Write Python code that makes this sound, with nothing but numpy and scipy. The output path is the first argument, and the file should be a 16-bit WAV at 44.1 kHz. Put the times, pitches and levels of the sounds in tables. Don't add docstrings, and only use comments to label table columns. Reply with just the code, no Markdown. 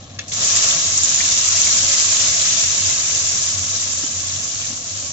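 import sys
import numpy as np
from scipy import signal
from scipy.fft import rfft, irfft, next_fast_len
from scipy.io import wavfile

SR = 44100
rng = np.random.default_rng(int(sys.argv[2]) if len(sys.argv) > 2 else 0)


def wrap_up_sound(samples):
    columns = np.atleast_2d(samples).T
    tamed = np.clip(columns, -1, 1)
    steps = np.round(tamed * 32767).astype(np.int16)
    wavfile.write(sys.argv[1], SR, steps)


def magnitude_from_level(level_db):
    exponent = np.asarray(level_db, float) / 20
    return 10 ** exponent


N = 225995

# (time [s], level [dB])
BOIL = [(0, -54), (.17, -58), (.275, -49), (.281, -35), (.315, -32.5), (.323, -27.5), (.39, -24.5),
        (.43, -19), (.535, -18.5), (.58, -17.5), (.78, -20.5), (1.49, -19.5), (1.55, -17.5), (2.15, -18.5),
        (2.75, -21), (3.4, -20), (4.3, -27), (5.12, -30.5)]
# (middle [s], half length [s], swell [dB])
STIRS = [(0.705, 0.032, 2.5), (0.985, 0.07, -0.5), (1.27, .1, 1.5), (1.732, 0.15, 0), (2.0, 0.051, 1),
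         (2.154, 0.059, 1), (2.487, 0.14, 2.5), (2.723, .08, 0.5), (2.871, 0.058, 2.5), (3.01, 0.043, -0.5),
         (3.117, .08, 0.5), (3.521, 0.38, -3.5), (3.808, 0.081, 2), (4.153, .1, 0), (4.344, 0.074, 1),
         (4.608, 0.21, 3), (4.814, .1, -3), (4.99, 0.13, 2.5)]
# (time [s], level [dB])
SPLASHES = [
    (.19, -39),
    (.279, -47),
    (0.3181, -33.5),
]
# (frequency [Hz], width [Hz], level [dB])
POT_MODES = [(250, 99, -10.5), (452, 13, -13), (559.55, 3.3, -7), (672, 26, -5.5), (703, 35, -3.5),
             (1115, 44, -0.5), (1223.6, 190, 1), (1280, 120, -5.5), (1663, 60, 0)]
# (time [s], peak [dB], pitch [Hz], left minus right [dB])
POPS = [(0.3202, -13, 3800, 5), (0.7097, -3, 3490, 4.5), (1.0348, -10, 3900, 5.5), (1.6341, -5, 4020, 7),
        (2.201, -8, 3420, 6.5), (2.5063, -6, 3920, -1.5), (2.8501, -11, 3600, 7), (4.2812, -18, 3600, 1.5),
        (4.3068, -13, 3680, 8), (4.361, -11.5, 3600, 6.5), (4.6164, -10, 3190, -2), (4.644, -15, 3980, 2),
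        (4.67, -13, 3770, 3)]
# (time [s], peak [dB], pitch [Hz])
GULPS = [
    (1.2022, -13, 1700),
    (1.205, -13, 2050),
    (1.2088, -17, 1800),
    (1.213, -21, 2100),
    (1.472, -19, 2100),
    (1.6696, -13, 2100),
]
# (time [s], peak [dB], pitch [Hz], left minus right [dB])
SPITS = [(0.2164, -32.5, 6830, -7), (0.2823, -21, 7450, -10), (0.2927, -29, 6520, -12),
         (0.3224, -17, 6060, -6), (0.5625, -2.5, 6830, -1), (0.6881, -4, 7100, 0), (0.977, -1, 6090, 4.5),
         (1.034, -0.5, 7410, -10), (1.0465, -3, 6320, -1), (1.092, -5.5, 6280, 7), (1.145, -6.5, 6870, -9),
         (1.1594, -6.5, 7130, -9), (1.1806, -12.5, 6980, -13.5), (1.212, -11.5, 6330, -1),
         (1.4873, -7.5, 6700, -10), (1.604, -10, 5950, 4.5), (1.6164, -4, 5880, -7),
         (1.689, -17, 7060, -3.5), (1.7187, -13, 7060, -1), (2.1174, -4.5, 6500, -7),
         (2.1327, -10.5, 6780, 8.5), (5.0014, -18.5, 6700, -1.5)]
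# (time [s], peak [dB], pitch [Hz], t60 [s])
BUMPS = [
    (0.38, -23, 215, 0.07),
    (0.402, -22, 129.8, 0.12),
    (0.751, -23.5, 151, 0.11),
    (3.737, -24, 472.5, 0.0534),
    (4.035, -23, 257.7, 0.094),
    (4.383, -39, 234.7, 0.062),
    (4.699, -24.5, 242.3, 0.09),
    (4.722, -27.5, 272.2, 0.0658),
]
# (time [s], peak [dB])
TICKS = [
    (0.1885, -17.5),
    (0.191, -20),
    (0.191, -18),
    (0.1928, -14.5),
]
# (frequency [Hz], level [dB], t60 [s])
TICK_MODES = [(1750, 1, .03), (2234, -9, .05), (2700, -2, .04), (3400, -7, .025), (5700, -11, .02)]
# (start [s], length [s], level [dB], pitch [Hz])
FLARES = [(0.101, 0.055, -41, 97.83), (0.164, 0.082, -38, 95.2), (0.277, 0.055, -44, 94.5),
          (.327, 0.14, -40.5, 103.9), (.511, 0.097, -40, 95.57), (0.836, 0.217, -38.5, 88.9),
          (1.217, .072, -41, 102.6), (1.288, 0.076, -43.5, 100), (1.371, 0.083, -42.5, 89),
          (1.46, 0.164, -38.5, 96.5), (1.638, .114, -37, 92.8), (1.782, 0.173, -40, 90),
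          (2.037, .098, -38.5, 97.1), (2.184, 0.05, -43.5, 102.3), (2.257, 0.074, -40, 92.3),
          (2.332, .094, -41, 93.4), (2.503, 0.069, -48, 99.1), (2.627, 0.11, -38, 90.9),
          (2.799, 0.097, -34.5, 92.3), (2.913, .184, -43, 97.97), (3.122, .072, -39, 94.9),
          (3.205, .144, -39.5, 95.5), (3.354, 0.18, -41.5, 95.6), (3.531, 0.12, -33.5, 93),
          (3.69, 0.087, -37, 97.6), (3.787, .15, -39, 96.65), (3.961, 0.076, -40, 92.3),
          (4.107, 0.348, -37, 91.6), (4.54, 0.19, -39.5, 95.1), (4.898, 0.104, -37.5, 99.7)]
# (frequency [Hz], density [dB per Hz])
ROAR = [(20, -9), (32, -8), (47, -8.5), (62, -14.5), (80, -1.5), (120, -2), (280, -4.5), (330, -7),
        (420, -20), (500, -8.5), (700, -6.5), (800, -8), (950, -33.5), (2000, -28.5)]
# (frequency [Hz], left-right likeness [0-1])
ROAR_SAME = [(60, 1), (200, 0.951), (350, 0.66), (550, 0.8), (900, .4)]
# (frequency [Hz], width [Hz], level [dB])
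KITCHEN = [(89.5, 48, 8.5), (138.5, 5.9, 10.5), (197.4, 5.6, 5.5), (240.5, 7.6, 8), (297.6, 9.8, 3.5),
           (499, 13, 6.5)]
# (resonance [Hz], sharpness [Q])
PORTS = [(6100, 5.23), (7000, 7.4)]
# (frequency [Hz], level [dB])
SHADE = [(700, -0.5), (1500, -3), (2700, -1), (4000, -5), (6000, -2), (7400, -1.5), (8200, -8)]
# (frequency [Hz], level [dB])
EDGE = [(7300, -0.5), (7600, 0.5), (7800, -8), (8000, -18), (8200, -47.5), (8400, -65), (8600, -63)]

FIZZ_STIR, RING_STIR = 0.52, 0.41
SPLASH_T60 = 0.28
BODY_DB, BODY_SLOPE, BODY_FROM_S, BODY_IDLE_DB = -31.5, 1.152, 0.33, -51.5
RING_DB, RING_SLOPE, RING_FROM_S, RING_IDLE_DB = -39.5, 0.98, 0.29, -51.5
POUR_DB, POUR_END_S, POUR_FADE_S = 4, 0.864, .04
FLARE_EDGE = 0.34
FLARE_DB, PILOT_DB = 0, -49.5
ROAR_DB = -42


def frying():
    fizz_db, body_db, ring_db = layers()
    surge_db = drift(25)
    fizz = foam(4160, 8340, 30000, 3.04, 4.03, 4.3, 1.0)
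    body = foam(1474, 3872, 7000, 1.51, 3.37, 8.6, 0.52)
    crackle = foam(1300, 5000, 700, 1.7, 0.92, 2.3, 1.0, count=4)
    foaming = magnitude_from_level(fizz_db - 7.0 + 0.56 * surge_db) * fizz
    foaming += magnitude_from_level(body_db + 1.8 + 0.44 * surge_db) * body
    foaming += magnitude_from_level(body_db - 4 + 1.5 * surge_db) * crackle
    return foaming, magnitude_from_level(ring_db + 1.5 + .5 * surge_db) * pot_ring()


def layers():
    t = np.arange(N) / SR
    (boil_db,) = curves(BOIL)
    stir_db = sum(db * np.exp(-((t - s) / half) ** 2) for s, half, db in STIRS)
    splash = sum((t > s) * magnitude_from_level(db - 60 * abs(t - s) / SPLASH_T60) for s, db in SPLASHES)
    body = magnitude_from_level(BODY_DB + BODY_SLOPE * (boil_db + 20) + stir_db)
    body *= np.clip((t - BODY_FROM_S) / 0.044, 0, 1)
    pour_db = POUR_DB * (1 - np.tanh((t - POUR_END_S) / POUR_FADE_S)) / 2
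    ring = magnitude_from_level(RING_DB + RING_SLOPE * (boil_db + 20.5) + RING_STIR * stir_db + pour_db)
    ring *= np.clip((t - RING_FROM_S) / 0.014, 0, 1)
    body = np.hypot(body + splash, magnitude_from_level(BODY_IDLE_DB))
    ring = np.hypot(ring, magnitude_from_level(RING_IDLE_DB))
    return boil_db + FIZZ_STIR * stir_db, 20 * np.log10(body), 20 * np.log10(ring)


def foam(lo_hz, hi_hz, per_s, spread_db, cycles, slope_db, patchy_db, count=12):
    out = np.zeros((2, N))
    for hz in np.geomspace(lo_hz, hi_hz, count):
        shape = bubble(hz, cycles, rise=0.032)
        shape = shape / np.linalg.norm(shape) * magnitude_from_level(slope_db * np.log2(hz / lo_hz))
        train = bursts(per_s / count, spread_db, 9, lag_spread=5) * magnitude_from_level(patchy_db * drift(23.0))
        out += signal.oaconvolve(train, shape[None], axes=1)[:, :N]
    return evened(out)


def bubble(hz, cycles, rise):
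    turns = np.arange(int(5 * cycles * SR / hz) + 8) * hz / SR
    tone = np.sin(2 * np.pi * turns * (1 + rise * turns / cycles))
    return tone * np.exp(-turns / cycles) * (1 - np.exp(-turns / 0.75))


def bursts(per_s, spread_db, lag_samples, lag_spread):
    count = int(per_s * N / SR)
    at, size, place = rng.random(count), rng.exponential(1, count), rng.standard_normal(count)
    right = (at * (N - 64)).astype(int) + 32
    lag = np.round(lag_samples + lag_spread * place).astype(int)
    left = np.clip(right + lag, 0, N - 1)
    size = magnitude_from_level(spread_db * np.minimum(size, 5)) * rng.choice([-1, 1], count)
    return np.array([np.bincount(left, size, N), np.bincount(right, size, N)])


def pot_ring():
    drumming = bursts(4000, 2.0, 6, lag_spread=5)
    t = np.arange(4000) / SR
    ring = np.zeros(len(t))
    for hz, width, db in POT_MODES:
        fade = np.sqrt(width) * np.exp(-np.pi * width * t)
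        ring += magnitude_from_level(db) * fade * np.sin(2 * np.pi * hz * t)
    return evened(signal.oaconvolve(drumming, ring[None], axes=1)[:, :N])


def single_events():
    out = np.zeros((2, N))
    for s, db, hz, pan_db in POPS:
        pop = bubble(hz * .88, 4.0, rise=.08)
        add(out, s, magnitude_from_level(db - 5.5) * both_ports(pop, np.clip(pan_db - 1.0, -5, 5)))
    for s, db, hz in GULPS:
        add(out, s, magnitude_from_level(db) * both_ports(bubble(hz, 5.0, rise=.06), lag=17))
    for s, db, hz, pan_db in SPITS:
        add(out, s, magnitude_from_level(db - 10) * both_ports(froth(hz, 7.9, 0.0024), np.clip(pan_db, -8, 8)))
    for s, db, hz, t60 in BUMPS:
        add(out, s, magnitude_from_level(db - 4.5) * bump(hz, t60))
    for s, db in TICKS:
        add(out, s, magnitude_from_level(db - 10.5) * both_ports(tick(), lag=4))
    return out


def froth(hz, cycles, length, count=7):
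    out = np.zeros(round(length * SR) + 3000)
    for late, detune in rng.random((count, 2)):
        pitch_hz = hz * (.85 + 0.31 * late + 0.19 * detune)
        add(out, late ** 2 * length, magnitude_from_level(-9 * late) * bubble(pitch_hz, cycles, rise=0.025))
    return out / abs(out).max()


def bump(hz, t60):
    t = np.arange(6000) / SR
    thud = filtered_noise(len(t), 200, 1000)
    ring = np.sin(2 * np.pi * hz * t) + magnitude_from_level(9 - 60 * t / .13) * thud
    return magnitude_from_level(-60 * t / np.clip(t60, .05, .16)) * ring * (1 - np.exp(-t / 0.0023))


def tick():
    t = np.arange(6000) / SR
    ring = np.zeros(len(t))
    for hz, db, t60 in TICK_MODES:
        ring += magnitude_from_level(db - 60 * t / t60) * np.sin(2 * np.pi * hz * rng.uniform(.98, 1.03) * t)
    crack = filtered_noise(len(t), 1400, 5200)
    sound = ring + magnitude_from_level(7 - 60 * t / 0.01) * crack
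    return signal.lfilter(*signal.butter(3, 1400, "high", fs=SR), sound)


def both_ports(sound, pan_db=0, lag=9):
    wait = np.zeros(lag)
    pair = np.array([np.r_[wait, sound], np.r_[sound, wait]])
    return pair * magnitude_from_level(np.array([[.5], [-.5]]) * pan_db)


def walls(x, count=14):
    slots, t = np.arange(60, 7000, 20), np.arange(7020) / SR
    fade = magnitude_from_level(-60 * t / .08) + magnitude_from_level(-14 - 60 * t / .25)
    turn = np.arange(N) / SR * 14.0
    out = np.zeros((2, N))
    for k in range(count):
        taps = np.zeros((2, len(t)))
        at = slots + rng.integers(0, 20, (2, len(slots)))
        np.put_along_axis(taps, at, rng.choice([-1., 1.], (2, len(slots))), 1)
        taps = taps * fade / np.linalg.norm(taps[0] * fade)
        away = abs((turn - k + count / 2) % count - count / 2)
        share = np.cos(np.pi / 2 * np.minimum(away, 1))
        out += signal.oaconvolve(x * share, taps, axes=1)[:, :N]
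    return out


def burner():
    drone = flares()
    hz = np.fft.rfftfreq(N, 1 / SR)
    a, b = rfft(rng.standard_normal((2, N)))
    colour_db = read(ROAR, hz)
    colour_db += sum(db / (1 + (2 * (hz - f) / width) ** 2) for f, width, db in KITCHEN)
    same = np.clip(read(ROAR_SAME, hz), 0, 1)
    pair = np.array([a, same * a + np.sqrt(1 - same ** 2) * b])
    roar = irfft(pair * magnitude_from_level(colour_db), N)
    return drone + magnitude_from_level(ROAR_DB + 1.5) * evened(roar) * magnitude_from_level(1.1 * drift(6))


def flares():
    start, length, _, pitch_hz = np.transpose(FLARES)
    drone_hz = np.interp(np.arange(N) / SR, start + length / 2, pitch_hz)
    level = np.zeros(N)
    for s, length, db, _ in FLARES:
        swell = signal.windows.tukey(round(length * SR), np.clip(FLARE_EDGE, 0, 1))
        add(level, s, magnitude_from_level(db + FLARE_DB) * swell)
    tone = np.sin(2 * np.pi * np.cumsum(drone_hz + 2.2 * drift(10)) / SR)
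    return np.sqrt(2) * np.hypot(level, magnitude_from_level(PILOT_DB)) * tone


def evened(x):
    return x / np.sqrt(np.mean(x ** 2) + 1e-20)


def read(points, hz):
    f, value = np.transpose(points)
    return np.interp(np.log(hz + 1), np.log(f + 1), value)


def curves(rows):
    s, *columns = np.transpose(rows)
    return [np.interp(np.arange(N) / SR, s, c) for c in columns]


def add(mix, s, sound):
    part = mix[..., round(s * SR):][..., :sound.shape[-1]]
    part += sound[..., :part.shape[-1]]


def drift(hz):
    return evened(signal.lfilter(*signal.butter(2, hz, fs=SR), rng.standard_normal(N)))


def filtered_noise(count, lo_hz, hi_hz):
    return signal.lfilter(*signal.butter(2, (lo_hz, hi_hz), "band", fs=SR), rng.standard_normal(count))


def scene():
    foaming, ringing = frying()
    pot = foaming + single_events()
    return pot + magnitude_from_level(-6.0) * walls(pot) + ringing + burner()


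def top_cut(x):
    return signal.sosfilt(signal.butter(12, 8740, fs=SR, output="sos"), x)


def record(dry):
    size = next_fast_len(N + 4096)
    hz = np.fft.rfftfreq(size, 1 / SR)
    left, right = (1 / (1 - (hz / port_hz) ** 2 + 1j * hz / (port_hz * sharp)) for port_hz, sharp in PORTS)
    ports = np.array([left, right * magnitude_from_level(read(SHADE, hz))])
    heard = irfft(rfft(dry, size) * ports, size)
    heard = heard / (1 + (heard / .88) ** 6) ** (1 / 6)
    band_limit = magnitude_from_level(np.interp(hz, *np.transpose(EDGE)))
    heard = irfft(rfft(heard) * band_limit, size)[:, :N]
    mix = np.clip(heard, -1, 1)
    return top_cut(mix)


dry = scene()
out = record(dry)
wrap_up_sound(out)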